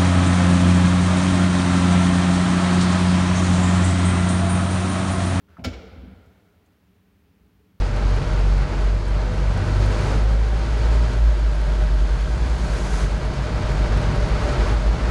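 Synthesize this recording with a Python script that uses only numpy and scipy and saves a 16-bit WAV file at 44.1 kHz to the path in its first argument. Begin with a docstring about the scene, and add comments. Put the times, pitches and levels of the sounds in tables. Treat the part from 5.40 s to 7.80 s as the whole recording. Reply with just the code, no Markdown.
"""An old lift's folding steel gate latches, heard from inside the wooden car over a low, steady rumble.
The lever slides and knocks lightly, then at a quarter second the latch slams home: steel rings and
the gate bars clatter. The blow shakes the car's floor and panels, which shudder again a moment later.
The shaft rings on for about a second with a faint hiss behind it, and the settling gate ticks twice.
Two soft thuds in the car come near the end."""
import sys
import numpy as np
from scipy import signal
from scipy.fft import rfft, irfft
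from scipy.io import wavfile

SR = 44100
rng = np.random.default_rng(int(sys.argv[2]) if len(sys.argv) > 2 else 0)


def unload_wav(signal):
    """Save mono or channel-first audio to the path in sys.argv[1] as 16-bit WAV at rate SR, clipped to [-1, 1]."""
    wavfile.write(
        sys.argv[1],
        SR,
        np.round(np.clip(np.atleast_2d(signal).T, -1, 1) * 32767).astype(np.int16),
    )


N = 105840  # 2.4 s


def latch():
    """Steel contacts feed energy into the latch's modes and the gate bars; slow contacts sound duller."""
    # the slam and its rattle: start_s, level_db, contact_s
    contacts = [(.2395, -38.5, 0.00094), (0.2435, -32.5, 0.0013), (0.2452, -27, 0.00057),
                (0.2486, -36, 0.0021), (0.2565, -47.5, 0.0038), (.277, -39.5, .005), (0.329, -38, 0.0068)]
    # ring of the latch: pitch_hz, level_db, t60_s
    latch_modes = [(500, -18, .18), (557, -12, .18), (630, -11, .2), (755, -14, .2), (860, -16, .18),
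                   (1365, -4, .14), (1573, -13, .13), (1788, -15, .12), (1981, -15, .1), (2242, -3, .13),
                   (2385, -12, .1), (3458, -11, .08), (4330, -14, .05), (4980, -11, .06), (5425, -4, .07)]
    # dense clatter of the gate bars: freq_hz, density_db, t60_s
    clatter = [(60, -45, .15), (200, -11, .15), (430, -1, 0.2), (613, 4, 0.17), (740, 0, 0.069),
               (1070, -11.5, 0.084), (1470, -5.5, 0.096), (2680, -7, 0.15), (5750, -7, 0.088),
               (5970, -16, 0.059), (6900, -12.5, 0.12), (7860, -22.5, 0.097), (15800, -23.5, 0.024)]
    steel_db, bars_db = -4, -0.5
    contact_cycles = 19  # vibrations that fit more cycles than this into a contact get less energy
    t = np.arange(N) / SR
    contact_s = np.array(contacts)[:, 2]
    pushes = np.array([amp(db) ** 2 * at(start, np.diff(rise(length), prepend=0))
                       for start, db, length in contacts])

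    def power(hz):
        """Power that all the contacts deliver at one frequency."""
        return 1 / (1 + (hz * contact_s / contact_cycles) ** 2) @ pushes

    steel = sum(amp(db) * np.sin(2 * np.pi * (hz * t + rng.random())) * ring_envelope(power(hz), t60)
                for hz, db, t60 in latch_modes)
    bars = sum(band * ring_envelope(power(hz), along(clatter, hz, column=2))
               for hz, band in bands(noise(clatter)))
    return amp(steel_db) * steel + amp(bars_db) * bars


def car_thuds():
    """Soft blows sway the car and build up in its floor, walls and wooden panels."""
    # blows that shake the car: start_s, sway_db, floor_db, wall_db, panel_db, build_s
    thuds = [(0.087, -54, -37, -71, -67, 0.028), (0.184, -74, -42.5, -43, -41, 0.0038),
             (0.215, -71, -33, -67, -48, 0.008), (.243, -31, -68, -35.5, -33, 0.0088),
             (.259, -40, -16.5, -36, -25, 0.015), (0.312, -28.5, -45, -58, -57, 0.022),
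             (0.366, -38, -27.5, -39.5, -41.5, 0.022), (0.427, -39, -35, -39, -59, 0.027),
             (0.514, -49, -31, -45, -58, 0.021), (0.547, -50, -59, -50, -40.5, 0.017),
             (.572, -34.5, -51, -54, -56, 0.0049), (0.621, -42, -32.5, -41.5, -36.5, .018),
             (.665, -81, -50, -30.5, -41, 0.025), (0.714, -46, -34.5, -53, -45, 0.018),
             (0.772, -47, -34, -52.5, -54.5, .018), (0.862, -77, -45, -57, -69, 0.01),
             (2, -53.5, -57, -67, -63, 0.0078), (2.145, -55, -55, -58.5, -75, 0.0079)]
    # modes of the swaying car, its floor, its walls and its thin panels: pitch_hz, level_db, t60_s
    sway_modes = [(63.6, -6, 0.4)]
    floor_modes = [(82, 0, .1)]
    wall_modes = [(176, -5, .15), (191, 0, .15)]
    panel_modes = [(250, 0, .12), (305, -13, .11), (385, -15, .08), (436, -26, .18), (670, -24, .1)]
    car_db = 9
    parts = np.array([ring(modes) for modes in (sway_modes, floor_modes, wall_modes, panel_modes)])
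    shudder = sum(at(start, rise(build) * (amp(parts_db) @ parts)) for start, *parts_db, build in thuds)
    return amp(car_db) * shudder


def lever():
    """The lever slides and knocks before the slam; each knock is a short tone in a band of noise."""
    # hiss of the slide: freq_hz, density_db
    slide_colour = [(80, -30), (300, 5), (600, 0), (1000, -3.5), (1450, 5.5), (1900, -5.5), (3200, -10.5),
                    (5800, -19.5), (8000, -28.5)]
    # light knocks: start_s, pitch_hz, level_db, t60_s
    knocks = [(0.1688, 1312, -48, 0.078), (.183, 666, -48.5, 0.48), (.193, 2430, -53.5, 0.06)]
    slide_start_s, slide_end_s, slide_fade_s, slide_db = 0.079, 0.2333, 0.011, -61
    knock_attack_s, tone_db = 0.00052, -3.5
    spread = np.exp(0.28)  # frequency ratio from a knock's pitch to where its noise is 12 dB down
    t = np.arange(N) / SR
    moving = np.clip(np.minimum(t - slide_start_s, slide_end_s - t) / slide_fade_s, 0, 1)
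    out = amp(slide_db) * moving * noise(slide_colour)
    for start, hz, db, t60 in knocks:
        grit = noise([(hz / spread ** 6, -70), (hz / spread, -12), (hz, 0),
                      (hz * spread, -12), (hz * spread ** 6, -70)])
        knock = grit * fade(t60) + ring([(hz, tone_db, t60)])
        out = out + amp(db) * at(start, knock * rise(knock_attack_s))
    return out


def gate_ticks():
    """Tiny bright clicks of the gate settling."""
    # the clicks: start_s, level_db
    ticks = [(.858, -69), (1.259, -67.5)]
    # their bright spectrum: freq_hz, density_db
    tick_colour = [(2000, -12), (4500, 1), (7500, 3), (10000, -8), (15000, -6)]
    return sum(amp(db) * at(start, noise(tick_colour) * rise(seconds=.001) * fade(t60=.06))
               for start, db in ticks)


def shaft_echo(x):
    """The shaft stores each band's energy and gives it back as a diffuse wash; the mids ring longest."""
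    # reverb of the shaft: freq_hz, gain_db, t60_s
    reverb = [(48, -30, 0.53), (119, -4, 0.61), (251, -11, 0.89), (342, 2, 1.4), (446, 2.5, 1.7),
              (557, -6.5, 1.95), (690, -4, 2.1), (1030, -3, 2.1), (1455, -8, 2.23), (1880, -9, 2.23),
              (2320, -8, 1.53), (2730, -8, 1.54), (3920, -9.5, 1.56), (4850, -12, 1.08), (5300, -12, 0.94),
              (6200, -11.5, 0.9), (9150, -13.5, 0.58), (15000, -15, 0.38)]
    predelay_s, build_s = 0.0066, 0.002
    washes = bands(rng.standard_normal(N), count=56)
    out = 0
    for (hz, band), (_, wash) in zip(bands(x, count=56), washes):
        decay_s = along(reverb, hz, column=2) / np.log(1e6)  # t60 to the energy's time constant
        energy = lag(lag(band ** 2, build_s), decay_s)
        out = out + amp(along(reverb, hz)) * np.sqrt(energy) * wash / wash.std()
    return at(predelay_s, out)


def lingering_hiss():
    """A faint high hiss that swells and fades behind the echo."""
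    # spectrum of the hiss: freq_hz, density_db
    hiss_colour = [(500, -25), (2000, 6), (5000, 0), (8000, -7), (15000, -7)]
    # its swell and fade: time_s, level_db
    swell = [(.1, -97), (.4, -74), (.83, -75), (1.35, -81), (1.7, -89)]
    level_db = np.interp(np.arange(N) / SR, *np.transpose(swell))
    return noise(hiss_colour) * amp(level_db)


def building_rumble():
    """Steady building noise booms in the car's resonances under a smooth hiss."""
    # rumble and air of the building: freq_hz, density_db
    rumble_colour = [(15, -103), (25, -44), (46, -9), (75, -2.5), (107, -2.5), (140, -21.5), (169, -3.5),
                     (188, -1), (209, -10), (233, -11.5), (313, -10.5), (340, -24.5), (410, -9), (482, -23),
                     (2560, -30), (8130, -45), (15500, -39)]
    return amp(db=-59.5) * noise(rumble_colour)


def amp(db):
    """Decibels to gain."""
    return 10 ** (np.asarray(db) / 20)


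def along(points, hz, column=1):
    """Read a table's column on a log-frequency axis."""
    points = np.array(points, float)
    return np.interp(np.log(np.maximum(hz, 1)), np.log(points[:, 0]), points[:, column])


def noise(colour):
    """Noise of rms 1 with the given spectral shape."""
    gain = amp(along(colour, np.fft.rfftfreq(N, 1 / SR)))
    x = irfft(rfft(rng.standard_normal(N)) * gain, N)
    return x / x.std()


def bands(x, count=28):
    """Split a sound into overlapping bands that sum to it: (centre_hz, band) pairs."""
    centres = np.geomspace(40, SR / 2, count)
    hz, spectrum = np.fft.rfftfreq(N, 1 / SR), rfft(x)
    return [(centre, irfft(spectrum * np.interp(hz, centres, weights), N))
            for centre, weights in zip(centres, np.eye(count))]


def fade(t60):
    """Exponential decay by 60 dB in t60 seconds."""
    return np.exp(-np.log(1000) * np.arange(N) / SR / max(t60, 1e-3))


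def rise(seconds):
    """Smooth build-up from 0 to 1."""
    return 1 - np.exp(-(np.arange(N) / SR / seconds) ** 2)


def at(start, x):
    """Delay a sound to its starting time."""
    return np.concatenate([np.zeros(max(int(start * SR), 0)), x])[:N]


def ring(modes):
    """Decaying sines of a struck object."""
    t = np.arange(N) / SR
    return sum(amp(db) * np.sin(2 * np.pi * hz * t) * fade(t60) for hz, db, t60 in modes)


def ring_envelope(power, t60):
    """Amplitude of a resonance that gathers energy and loses 60 dB in t60 seconds."""
    keep = np.exp(-np.log(1e6) / (max(t60, 1e-3) * SR))
    return np.sqrt(signal.lfilter([1], [1, -keep], power))


def lag(x, seconds):
    """One-pole smoothing with the given time constant."""
    keep = np.exp(-1 / (seconds * SR))
    return signal.lfilter([1 - keep], [1, -keep], x)


def scene():
    """Gate and car sound close by and echo in the shaft, over the rumble and hiss, in mono."""
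    near = latch() + car_thuds() + lever() + gate_ticks()
    return (near + shaft_echo(near) + building_rumble() + lingering_hiss())[None]


def record(dry):
    """The microphone loses the deepest bass, and the top is cut steeply."""
    low_cut_hz, high_cut_hz = 44, 15800
    thinned = signal.sosfilt(signal.butter(4, low_cut_hz, "high", fs=SR, output="sos"), dry)
    return signal.sosfilt(signal.ellip(10, .2, 70, high_cut_hz, fs=SR, output="sos"), thinned)


dry = scene()
out = record(dry)
unload_wav(out)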